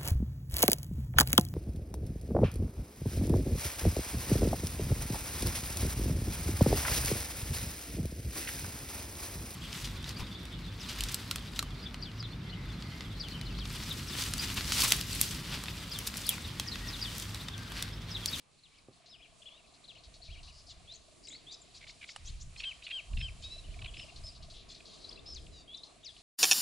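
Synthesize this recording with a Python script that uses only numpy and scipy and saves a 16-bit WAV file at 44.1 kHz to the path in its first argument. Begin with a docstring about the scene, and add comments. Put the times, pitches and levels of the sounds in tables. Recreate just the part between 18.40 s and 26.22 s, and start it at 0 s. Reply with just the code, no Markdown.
"""A near great reed warbler gives croaks, three loud calls and a nasal note.
Its syrinx is the source of tones and pulses, and the resonances of its throat filter them.
Buzzes, whistles and rasps sound further off; the reed bed scatters every note into a short tail.
Gusts buffet the microphone over a distant rumble and a soft hiss of reeds.
The camera's lens ticks faintly, and two knocks ring the modes of its body."""
import sys
import numpy as np
from scipy import signal
from scipy.fft import rfft, irfft, next_fast_len
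from scipy.io import wavfile

SR = 44100
rng = np.random.default_rng(int(sys.argv[2]) if len(sys.argv) > 2 else 0)


def to_wav(s):
    """Save 16-bit WAV."""
    ch = np.atleast_2d(s).T  # columns
    pcm = np.round(np.clip(ch, -1, 1) * 32767)  # PCM
    wavfile.write(sys.argv[1], SR, pcm.astype(np.int16))


N = 344862
TIME = np.arange(N) / SR

# envelopes of the wind and of the distant rumble: (time [s], relative level [dB])
GUST_LEVELS = [(0.0, -81), (0.08, -76.5), (1.52, -71.5), (1.68, -55), (1.85, -62.5), (1.89, -47),
               (1.98, -53), (2.85, -70.5), (3.74, -65), (3.79, -50), (4.09, -49), (4.49, -71.5),
               (4.64, -62), (4.73, -39), (5.12, -52), (5.51, -47), (5.66, -57), (5.81, -48.5),
               (5.95, -56.5), (6.07, -51.5), (6.49, -69), (7.08, -53.5), (7.25, -65), (7.82, -71)]
RUMBLE_LEVELS = [(0.0, -79), (1.0, -75), (4.24, -74), (5.64, -69.5), (6.07, -73.5), (6.68, -70.5),
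                 (7.82, -76)]
# envelopes of the far drone and the reeds: (time [s], drone level [dB], relative hiss level [dB])
DRONE_AND_HISS_LEVELS = [(0, -91, -77), (1.7, -71.5, -72.5), (2.2, -82.5, -72), (2.9, -65.5, -73),
                         (3.8, -77, -70), (4.4, -83, -67.5), (5.1, -65, -67), (6.1, -72, -71.5),
                         (6.75, -59.5, -71), (7.2, -64, -74.5), (7.82, -75.5, -72.5)]
# noise spectra: (frequency [Hz], relative spectral density [dB])
WIND_SPECTRUM = [(15, -5), (45, -1), (70, -3.5), (110, -11), (170, -19.5), (260, -37), (600, -62)]
RUMBLE_SPECTRUM = [(20, -25), (130, 8), (230, 2), (520, -2), (680, -0.5), (900, -5), (1150, 0),
                   (1350, -8.5), (1750, -12), (3000, -27)]
HISS_SPECTRUM = [(900, -7.5), (1800, 2), (2500, 9.5), (3300, 7), (4200, 10), (5300, 4.5), (6300, 3),
                 (7300, 6), (8300, 3), (11000, -2.5)]

# down-slurs, up-and-down hooks, thin arches: (start [s], end [s], nominal pitch [Hz], level [dB])
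SLUR_NOTES = [(0.234, 0.276, 4360, -60.5), (0.712, 0.771, 4100, -57), (1.477, 1.523, 4390, -52.5)]
HOOK_NOTES = [(0.183, 0.205, 4400, -68), (1.019, 1.035, 3540, -55), (1.575, 1.605, 4400, -62),
              (1.056, 1.094, 3454, -49), (1.44, 1.459, 4180, -54), (1.553, 1.579, 3050, -58),
              (1.816, 1.844, 4480, -54), (1.978, 2.008, 2900, -59), (2.075, 2.115, 3000, -61.5),
              (1.165, 1.21, 2900, -67), (5.235, 5.28, 3070, -64.5), (5.305, 5.345, 3170, -64),
              (5.468, 5.505, 3350, -54), (5.608, 5.645, 3135, -52), (5.683, 5.706, 2830, -54.5),
              (7.632, 7.662, 3810, -55)]
ARCH_NOTES = [(0.682, 0.753, 5180, -62), (4.783, 4.849, 5310, -55.5), (5.565, 5.645, 5310, -56.5),
              (5.835, 5.908, 5230, -50.5), (6.857, 6.955, 5335, -50.5)]
# pitch contours over the nominal pitch: (start [ratio], middle [ratio], end [ratio])
SLUR_CONTOUR = (0.97, .81, .56)
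HOOK_CONTOUR = (.81, 0.99, .74)
# warbles that dip, rise and dip again: (start [s], end [s], centre pitch [Hz], level [dB])
WARBLE_NOTES = [(0.311, 0.407, 2710, -71.5), (0.79, 0.875, 2860, -62), (1.875, 1.985, 2810, -59.5)]
# steep falling swoops: (start [s], end [s], first pitch [Hz], last pitch [Hz], level [dB])
SWOOP_NOTES = [(0.381, 0.4, 6240, 3760, -71), (2.522, 2.532, 6900, 4700, -56.5),
               (2.536, 2.557, 8430, 5700, -59), (2.555, 2.573, 7650, 6100, -56.5),
               (2.847, 2.869, 5940, 4300, -57), (2.87, 2.881, 9070, 4930, -54.5),
               (2.871, 2.879, 4320, 2420, -56.5), (2.882, 2.902, 8600, 6500, -53.5),
               (3.212, 3.236, 7430, 7000, -61), (6.943, 6.993, 7460, 3154, -50),
               (7.065, 7.073, 4950, 2300, -58), (7.369, 7.386, 7550, 4660, -56.5),
               (7.644, 7.714, 6900, 3200, -51)]
# tiny pips: (centre time [s], pitch [Hz], level [dB], glide [octaves])
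PIP_NOTES = [(2.887, 3900, -55, -0.16), (6.648, 4010, -49, -0.11), (6.696, 5000, -50.5, 0.28),
             (6.715, 3420, -53.5, -0.064), (6.73, 4500, -53, 0.44), (6.762, 4080, -53.5, 0.22),
             (6.778, 2680, -59, .1), (6.795, 3620, -59.5, .1), (7.348, 3940, -46, 0.21),
             (7.438, 4110, -49.5, 0.2)]
# slow rising whistles: (start [s], end [s], last pitch [Hz], level [dB])
RISE_NOTES = [(1.098, 1.188, 3910, -61.5), (2.475, 2.553, 4510, -52.5), (2.904, 2.973, 4700, -52.5),
              (3.066, 3.132, 4170, -53), (7.275, 7.415, 3806, -53)]

# modes of the camera body: (frequency [Hz], relative level [dB], time to fall 60 dB [s])
BODY_MODES = [(128, -6.5, 0.12), (277, -14, .1), (392, -5.5, 0.084), (532, -5, 0.078), (796, 5.5, 0.016),
              (1240, 4.5, 0.021), (1750, 7, 0.0043), (2900, 9, 0.013), (8100, -4, .01)]
# impacts: (time [s], relative level [dB], low edge [Hz], high edge [Hz], crack decay time [s])
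BODY_IMPACTS = [(.485, -47, 90, 575, 0.026), (3.762, -43.5, 730, 9600, 0.0045)]
# envelope of the lens ticks: (time [s], level [dB])
TICK_LEVELS = [(.56, -68), (2.0, -66.5), (3.6, -69.5), (3.9, -76), (4.2, -72), (4.5, -67), (5.6, -63),
               (7.82, -66)]

# sharp chacks: (time [s], relative level [dB])
CHACK_NOTES = [(0.5252, -57.5), (0.6572, -48), (1.269, -55.5), (1.335, -51.5), (1.6339, -46.5),
               (1.7367, -46.5), (5.7573, -42.5), (5.8637, -46), (5.9482, -46), (6.0235, -44.5),
               (6.098, -44), (6.3438, -42.5), (6.4518, -44.5), (7.4345, -44), (7.77, -49)]
# long harsh churrs: (start [s], end [s], throat resonance [Hz], level [dB])
CHURR_NOTES = [(1.834, 1.906, 4040, -58), (1.9, 2.0, 4000, -62), (2.029, 2.111, 4200, -56.5),
               (2.12, 2.235, 4870, -60.5), (2.266, 2.314, 4800, -58), (2.828, 2.9, 4950, -60.5),
               (2.89, 2.95, 7300, -59), (5.537, 5.622, 3040, -56.5), (6.138, 6.238, 3670, -56.5),
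               (6.584, 6.75, 4200, -59), (6.861, 6.99, 4030, -61)]
# buzzes: (start [s], end [s], first pulse rate [Hz], last pulse rate [Hz], throat resonance [Hz],
# roughness [0-1], level [dB])
BUZZ_NOTES = [(2.287, 2.329, 900, 641, 4200, .22, -52), (3.109, 3.154, 1157, 1340, 4630, 0.4, -49),
              (3.339, 3.389, 615, 990, 4560, 0.38, -54.5), (3.467, 3.518, 620, 1024, 4450, 0.3, -53),
              (3.674, 3.728, 600, 1000, 4900, 0.2, -52), (3.846, 3.892, 1000, 1546, 6240, 0.4, -53.5),
              (3.866, 3.91, 640, 787, 3770, 0.38, -53), (3.999, 4.037, 943, 1604, 6160, 0.37, -53.5),
              (4.171, 4.218, 1046, 1174, 4650, .3, -50.5), (4.43, 4.464, 890, 1200, 3830, 0.26, -51),
              (5.018, 5.056, 597, 693, 4080, 0.53, -52), (6.283, 6.34, 736, 708, 4400, .65, -53),
              (6.46, 6.584, 560, 530, 4050, 0.57, -57.5), (7.112, 7.238, 1032, 904, 4350, 0.27, -58.5)]
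# croaks: (first pulse [s], last pulse [s], pulses [count], pitch [Hz], final relative level [dB])
CROAK_RUNS = [(2.88, 2.953, 4, 2200, -55), (3.416, 3.444, 3, 2220, -50), (3.472, 3.498, 2, 2200, -50.5),
              (3.617, 3.644, 3, 2290, -45), (3.694, 3.694, 1, 2150, -45.5), (5.344, 5.394, 2, 2395, -51.5),
              (5.422, 5.448, 2, 2800, -43), (5.462, 5.462, 1, 2444, -43), (5.544, 5.598, 3, 2815, -43),
              (6.407, 6.407, 1, 2560, -53), (7.768, 7.768, 1, 2970, -55)]
# loud calls: (second croak [s], third croak [s], nominal whistle pitch [Hz], relative level [dB],
# dip in the whistle [dB])
CALLS = [(4.204, 4.243, 3200, -38.5, -10), (4.470, 4.514, 3250, -39, 0), (4.775, 4.814, 3212, -41.5, -12)]
# the three croaks of a call: (half-length [s], pitch [Hz], relative level [dB])
CALL_PULSES = [(.006, 2590, -9), (.008, 2704, 0), (.013, 2620, 1.5)]
# course of the nasal note: (time [s], nominal pitch [Hz], level [dB])
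NASAL_CONTOUR = [(5.036, 3480, -53), (5.046, 3838, -43), (5.064, 3876, -47.5), (5.09, 3775, -58),
                 (5.126, 4026, -44), (5.16, 3990, -51), (5.172, 3900, -61), (5.184, 4100, -49.5),
                 (5.198, 3900, -50.5), (5.206, 4066, -71)]
# partials of the loud whistle and the nasal note: (frequency over pitch [ratio], relative level [dB])
CALL_SPECTRUM = [(1 / 2, -29.5), (0.99, 0), (3 / 2, -29), (5 / 2, -26)]
NASAL_SPECTRUM = [(2 / 3, -15.5), (0.99, 0), (4 / 3, -15), (5 / 3, -31)]


def undb(db):
    """Amplitude ratio of a level in decibels."""
    return 10 ** (np.asarray(db) / 20)


def unit(x):
    """Normalisation to rms 1."""
    return x / np.sqrt(np.mean(x ** 2) + 1e-20)


def add(out, start, sound, pan_db):
    """Level panning: mix a sound in with the left channel louder by pan_db."""
    i = max(int(start * SR), 0)
    sound = sound[:N - i]
    out[:, i:i + len(sound)] += undb([[pan_db / 2], [-pan_db / 2]]) * sound


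def wander(size, rate_hz):
    """Random modulation: Gaussian values drawn at rate_hz and joined by straight lines."""
    at = np.arange(size) * rate_hz / SR
    points = int(at[-1]) + 2
    return np.interp(at, np.arange(points), rng.standard_normal(points))


def resonance(hz, centre, width):
    """Complex response of a damped resonator, 1 at its centre."""
    return 1 / (1 + 1j * (hz ** 2 - centre ** 2) / (hz * width + 1e-9))


def filtered(x, gain):
    """Linear filtering: the spectrum is multiplied by gain(frequency)."""
    size = next_fast_len(x.shape[-1] + 512)
    hz = np.maximum(np.fft.rfftfreq(size, 1 / SR), 1)
    return irfft(rfft(x, size) * gain(hz), size)[..., :x.shape[-1]]


def colour(points):
    """Frequency response through points of (frequency [Hz], gain [dB])."""
    f, db = np.transpose(points)
    return lambda hz: undb(np.interp(np.log(hz), np.log(f), db))


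def progress(start, end):
    """Normalised time u, from 0 to 1 over a note."""
    return np.linspace(0, 1, max(int((end - start) * SR), 128))


def arc(u, pitches):
    """Parabolic glide in log frequency through a start, middle and end pitch."""
    return np.exp(np.polyval(np.polyfit([0, .5, 1], np.log(pitches), 2), u))


def swell(u, power):
    """Amplitude envelope: the air pressure rises and falls over a note."""
    return unit(np.abs(np.sin(np.pi * u)) ** power)


def phase_of(hz):
    """Phase as the integral of frequency."""
    return 2 * np.pi * np.cumsum(hz) / SR


def air_noise(spectrum, band_hz, side_db, flicker_db):
    """Coloured noise, set to rms 1 within band_hz, then modulated independently in each octave."""
    noise = filtered(rng.standard_normal((2, N)), colour(spectrum))
    noise /= np.std(filtered(noise[0], lambda f: (f > band_hz[0]) & (f < band_hz[1])))
    flickering = 0
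    for octave in range(4, 15):
        band = filtered(noise, lambda f: np.maximum(1 - abs(np.log2(f) - octave), 0))
        flickering = flickering + band * undb(flicker_db * wander(N, 14))
    mid, side = flickering
    return mid + undb(side_db) * side * np.array([[1], [-1]])


def wind(gain_db=.84):
    """Gusts buffet the microphone with low-frequency pressure fluctuations."""
    noise = air_noise(WIND_SPECTRUM, band_hz=(11, 180), side_db=-12, flicker_db=2.5)
    gust_db = np.interp(TIME, *np.transpose(GUST_LEVELS))
    return noise * undb(gust_db + gain_db + 2 * wander(N, 10))


def distant_rumble(drone_hz=330, width_hz=347):
    """Broadband rumble and a drone of resonance-filtered noise swell on separate envelopes."""
    rumble = air_noise(RUMBLE_SPECTRUM, band_hz=(196, 544), side_db=-1.5, flicker_db=3)
    rumble_db = np.interp(TIME, *np.transpose(RUMBLE_LEVELS))
    drone = filtered(rng.standard_normal((2, N)), lambda f: resonance(f, drone_hz, width_hz) ** 2)
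    times, drone_db, _ = np.transpose(DRONE_AND_HISS_LEVELS)
    return rumble * undb(rumble_db) + unit(drone) * undb(np.interp(TIME, times, drone_db))


def reed_hiss():
    """Reeds radiate broadband noise; opposite treble tilts make it brighter on the right."""
    times, _, hiss_db = np.transpose(DRONE_AND_HISS_LEVELS)
    noise = air_noise(HISS_SPECTRUM, band_hz=(7500, 14700), side_db=-6, flicker_db=2.5)
    left, right = noise * undb(np.interp(TIME, times, hiss_db))
    tilt = colour([(6000, 0), (10000, 3)])
    return np.array([filtered(left, lambda f: 1 / tilt(f)), filtered(right, tilt)])


def chirp(u, hz, jitter=.023, flutter_db=2.1, undertone_db=-11):
    """Random frequency and amplitude modulation make a gliding tone tremble."""
    phase = phase_of(hz * (1 + jitter * wander(len(u), 1272)))
    # a high glide is a second harmonic, whose fundamental fades as it sinks
    undertone = (hz[0] > 6000) * undb(undertone_db) * (hz / hz.max()) ** 2
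    tone = np.sin(phase) + undertone * np.sin(phase / 2)
    grain = 1 + .25 * wander(len(u), 1800)
    return unit(tone * grain) * swell(u, .39) * undb(flutter_db * wander(len(u), 302))


def neighbour_whistles(warble_depth=.18, warble_cycles=1.5, swoop_sag=.2, pip_s=.013, pan_db=5):
    """Frequency modulation shapes the slurs, hooks, warbles, swoops and pips of a bird on the left."""
    out = np.zeros((2, N))
    for notes, contour in [(SLUR_NOTES, SLUR_CONTOUR), (HOOK_NOTES, HOOK_CONTOUR)]:
        for start, end, hz, db in notes:
            u = progress(start, end)
            add(out, start, chirp(u, hz * arc(u, contour)) * undb(db - 2.4 * u), pan_db)
    for start, end, hz, db in WARBLE_NOTES:
        u = progress(start, end)
        pitch = hz * (1 - warble_depth * np.sin(2 * np.pi * warble_cycles * u))
        add(out, start, chirp(u, pitch) * undb(db), pan_db)
    for start, end, from_hz, to_hz, db in SWOOP_NOTES:
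        u = progress(start, end)
        middle_hz = from_hz * (to_hz / from_hz) ** (.5 + swoop_sag)
        swoop = chirp(u, arc(u, [from_hz, middle_hz, to_hz])) * swell(u, .12)
        add(out, start, swoop * undb(db + 4.5 * (.5 - u)), pan_db)
    for centre, hz, db, octaves in PIP_NOTES:
        u = progress(0, pip_s)
        pip = chirp(u, hz * 2 ** (octaves * (u - .5))) * swell(u, .67)
        add(out, centre - pip_s / 2, pip * undb(db), pan_db)
    return out


def camera_knocks(crack_share=.25):
    """Modal ringing: a soft bump and a hard click excite one body, and each contact cracks briefly."""
    out, t = np.zeros((2, N)), np.arange(SR // 6) / SR
    body = sum(undb(db - 60 * t / t60) * np.sin(2 * np.pi * hz * t) for hz, db, t60 in BODY_MODES)
    for start, db, low_hz, high_hz, decay_s in BODY_IMPACTS:
        crack = crack_share * np.abs(body).max() * rng.standard_normal(len(t)) * np.exp(-t / decay_s)
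        contact = signal.butter(4, [low_hz, high_hz], "band", fs=SR, output="sos")
        add(out, start, undb(db) * signal.sosfilt(contact, body + crack), pan_db=-2.5)
    return out


def beak(hz, cutoff_hz=7700):
    """The beak acts as a steep low-pass filter."""
    return 1 / np.sqrt(1 + (hz / cutoff_hz) ** 20)


def tract(hz, throat_hz, width_hz, beak_hz, beak_db):
    """Formant filter: the throat resonance plus a weaker, higher one of the beak."""
    throat_gain = abs(resonance(hz, throat_hz, width_hz)) ** 2
    beak_gain = undb(beak_db) * abs(resonance(hz, beak_hz, width_hz)) ** 2
    return (throat_gain + beak_gain) * beak(hz)


def rasp(u, throat_hz, rate_hz=560, jitter=.085, breath=.62):
    """Source and filter: irregular syrinx pulses, mixed with air noise, ring the throat."""
    phase = phase_of(rate_hz * (1 + jitter * wander(len(u), 500) + .1 * wander(len(u), 40)))
    pulses = np.diff(phase // (2 * np.pi), prepend=0)
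    source = unit(pulses) + breath * rng.standard_normal(len(u)) * (1 + np.cos(phase))
    return unit(filtered(
        source, lambda f: tract(f, throat_hz, width_hz=1250, beak_hz=1.42 * throat_hz, beak_db=-19)))


def chacks_and_churrs(chack_s=.04, attack_s=.0049, decay_s=.03, chack_db=-7, syllable_db=3, pan_db=3):
    """Envelopes shape a rasp: chacks decay exponentially, churrs break into uneven syllables."""
    out = np.zeros((2, N))
    for start, db in CHACK_NOTES:
        u = progress(0, chack_s)
        t = u * chack_s
        envelope = np.minimum(t / attack_s, 1) * np.exp(-t / decay_s)
        add(out, start, rasp(u, throat_hz=4150) * envelope * undb(db + chack_db), pan_db)
    for start, end, throat_hz, db in CHURR_NOTES:
        u = progress(start, end)
        syllables = unit(undb(syllable_db * wander(len(u), 59.6)))
        add(out, start, rasp(u, throat_hz) * syllables * swell(np.sqrt(u), .43) * undb(db), pan_db)
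    return out


def lens_ticks(hz=665, first_s=.558, ring_s=.019, period_s=1 / 25, scatter_db=2.6):
    """Periodic excitation: the lens mechanism rings in short bursts of uneven pitch and level."""
    out, u = np.zeros((2, N)), progress(0, ring_s)
    starts = np.arange(first_s, TIME[-1], period_s)
    levels = np.interp(starts, *np.transpose(TICK_LEVELS))
    for start, db in zip(starts, levels):
        strength, detune, pan, angle = rng.standard_normal(4)
        ring = np.sin(2 * np.pi * hz * (1 + .04 * detune) * ring_s * u + 2 * angle)
        add(out, start, ring * swell(u, 2) * undb(db + scatter_db * strength), pan_db=2 * pan)
    return out


def slow_whistles(rise_from_hz=3200, pan_db=1):
    """Slow frequency sweeps with little jitter: thin arches, and linear rises from one pitch."""
    out = np.zeros((2, N))
    for start, end, hz, db in ARCH_NOTES:
        u = progress(start, end)
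        add(out, start, chirp(u, hz * arc(u, [.93, 1, .88]), jitter=.0085) * undb(db), pan_db)
    for start, end, hz, db in RISE_NOTES:
        u = progress(start, end)
        pitch = rise_from_hz + (hz - rise_from_hz) * u
        add(out, start, chirp(u, pitch, jitter=.012) * undb(db), pan_db)
    return out


def far_chorus(count=22, first_s=.8, hz=2800, loudest_db=-70):
    """Warblers deep in the reeds give randomly timed hooks, faint with distance."""
    out = np.zeros((2, N))
    for when, length, pitch, loudness in rng.random((count, 4)):
        start = first_s + when * (TIME[-1] - first_s)
        u = progress(0, .02 * (1 + length))
        note = chirp(u, hz * 2 ** ((pitch - .5) / 2) * arc(u, HOOK_CONTOUR))
        add(out, start, note * undb(loudest_db + 4.7 * (loudness - 1)), pan_db=2)
    return out


def buzzes(jitter=.073, breath=.84, throat_follow=.7, windpipe_hz=3640, width_hz=1500):
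    """Harmonics of a gliding pulse train pass a moving throat formant and steady beak and windpipe ones."""
    out = np.zeros((2, N))
    formants = dict(width_hz=width_hz, beak_hz=7000, beak_db=-14)
    k = np.arange(2, 14)[:, None]  # harmonic numbers
    for start, end, from_hz, to_hz, throat_hz, rough, db in BUZZ_NOTES:
        u, mean_hz = progress(start, end), np.sqrt(from_hz * to_hz)
        glide = arc(u, [from_hz, .98 * mean_hz, to_hz])
        rate = glide * (1 + jitter * rough * wander(len(u), 1276) + .012 * wander(len(u), 125.5))
        phase = phase_of(rate)
        moving_throat_hz = throat_hz * (glide / mean_hz) ** throat_follow
        windpipe = undb(-7.5) * abs(resonance(k * rate, windpipe_hz, width_hz)) ** 3
        waver = undb([10 * rough * wander(len(u), 218) for _ in k])
        gain = (tract(k * rate, moving_throat_hz, **formants) + windpipe) * waver
        voice = unit((gain * np.sin(k * phase + k ** 2 / 2)).sum(0))
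        puffs = rng.standard_normal(len(u)) * (1 + np.cos(phase))
        air = unit(filtered(puffs, lambda f: tract(f, throat_hz, **formants)))
        buzz = unit(voice + breath * rough * air) * swell(u ** 1.24, .52)
        add(out, start, buzz * undb(db), pan_db=2)
    return out


def croak_pulse(half_s, hz, fall=.222, beat_hz=620, chop=.27, noise_db=-5):
    """Amplitude modulation: an irregular syrinx beat chops a falling chirp and a higher noise band."""
    u = progress(-half_s, half_s)
    phase = phase_of(hz * (1 + fall * (.5 - u)) * (1 + .076 * wander(len(u), 1770)))
    beat = np.cos(phase_of(beat_hz * (1 + .406 * wander(len(u), 548))))
    tone = np.sin(phase) * (1 + chop * beat)
    puffs = rng.standard_normal(len(u)) * (1 + beat)
    noise = filtered(puffs, lambda f: resonance(f, 1.37 * hz, 1900) ** 2 * beak(f, cutoff_hz=4300))
    return unit(unit(tone) + undb(noise_db) * unit(noise)) * np.sin(np.pi * u) ** 2


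def croaks(typical_half_s=.008, uneven=.25, growth_db=2.4, gain_db=.5):
    """Short pulse trains: evenly spaced pulses of uneven length, each louder than the one before."""
    out = np.zeros((2, N))
    for first, last, pulses, hz, db in CROAK_RUNS:
        for remaining, centre in enumerate(np.linspace(last, first, pulses)):
            half_s = typical_half_s * np.exp(uneven * rng.uniform(-.997, 1))
            pulse = croak_pulse(half_s, hz) * undb(db + gain_db - growth_db * remaining)
            add(out, centre - half_s, pulse, pan_db=-1)
    return out


def clear_tone(hz, partials, jitter):
    """Selective resonance: the throat favours one partial of the syrinx and lets its neighbours leak."""
    phase = phase_of(hz * (1 + jitter * wander(len(hz), 726)))
    tone = sum(undb(db) * np.sin(k * phase) for k, db in partials)
    tremble = undb(1.3 * wander(len(hz), 260)) * (1 + .08 * wander(len(hz), 1800))
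    return unit(tone * tremble) * signal.windows.tukey(len(hz), .06)


def loud_calls(rattles=3, rattle_half_s=.0048, whistle_delay_s=.007, drop=.35, fade_db=4):
    """Pulses, then a tone: three croaks, a rattle before the last, a whistle falling by a power law."""
    out = np.zeros((2, N))
    for second, third, hz, db, dip_db in CALLS:
        beat_s = third - second
        for centre, (half_s, croak_hz, croak_db) in zip([second - beat_s, second, third], CALL_PULSES):
            add(out, centre - half_s, croak_pulse(half_s, croak_hz) * undb(db + croak_db), pan_db=-1.5)
        for centre in np.linspace(second, third, rattles + 2)[1:-1]:
            rattle = croak_pulse(rattle_half_s, hz=2600) * undb(db - 8)
            add(out, centre - rattle_half_s, rattle, pan_db=-1.5)
        u = progress(0, 1.99 * beat_s)
        whistle = clear_tone(hz * (1 - drop * u ** 4.2), CALL_SPECTRUM, jitter=.01) * swell(u, .39)
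        catch_db = dip_db * np.exp(-((u - .72) / .08) ** 2)  # the level dips briefly
        add(out, third + whistle_delay_s, whistle * undb(db + catch_db - fade_db * u), pan_db=2)
    return out


def nasal_note():
    """Partials on both sides of the strongest one give a held, wavering note its nasal timbre."""
    out = np.zeros((2, N))
    times, hz, db = np.transpose(NASAL_CONTOUR)
    t = np.arange(times[0], times[-1], 1 / SR)
    tone = clear_tone(np.interp(t, times, hz), NASAL_SPECTRUM, jitter=.011)
    add(out, times[0], tone * undb(np.interp(t, times, db)), pan_db=.5)
    return out


def reed_bed(x, wet_db, t60_s=.4, spread=.29):
    """Scattering from countless stems adds an exponentially decaying tail, mostly from the front."""
    t = np.arange(SR // 2) / SR
    mid, side = rng.standard_normal((2, len(t))) * undb(-60 * t / t60_s) * (t > 0)
    tail = np.array([mid + spread * side, mid - spread * side])
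    tail /= np.sqrt(np.sum(tail ** 2) / 2)
    return x + undb(wet_db) * signal.fftconvolve(x, tail, axes=1)[:, :N]


def scene():
    """Superposition of all sources; the ratio of scattered to direct sound grows with distance."""
    near = croaks() + loud_calls() + nasal_note()
    further = neighbour_whistles() + slow_whistles() + buzzes() + chacks_and_churrs() + far_chorus()
    birds = reed_bed(near, wet_db=-14) + reed_bed(further, wet_db=-8)
    return birds + wind() + distant_rumble() + reed_hiss() + lens_ticks() + camera_knocks()


def record(dry):
    """Band limiting: the camera's steep low-pass filter removes the highest treble."""
    cutoff_hz = 11150
    return signal.sosfiltfilt(signal.ellip(10, .1, 60, cutoff_hz, fs=SR, output="sos"), dry)


dry = scene()
out = record(dry)
to_wav(out)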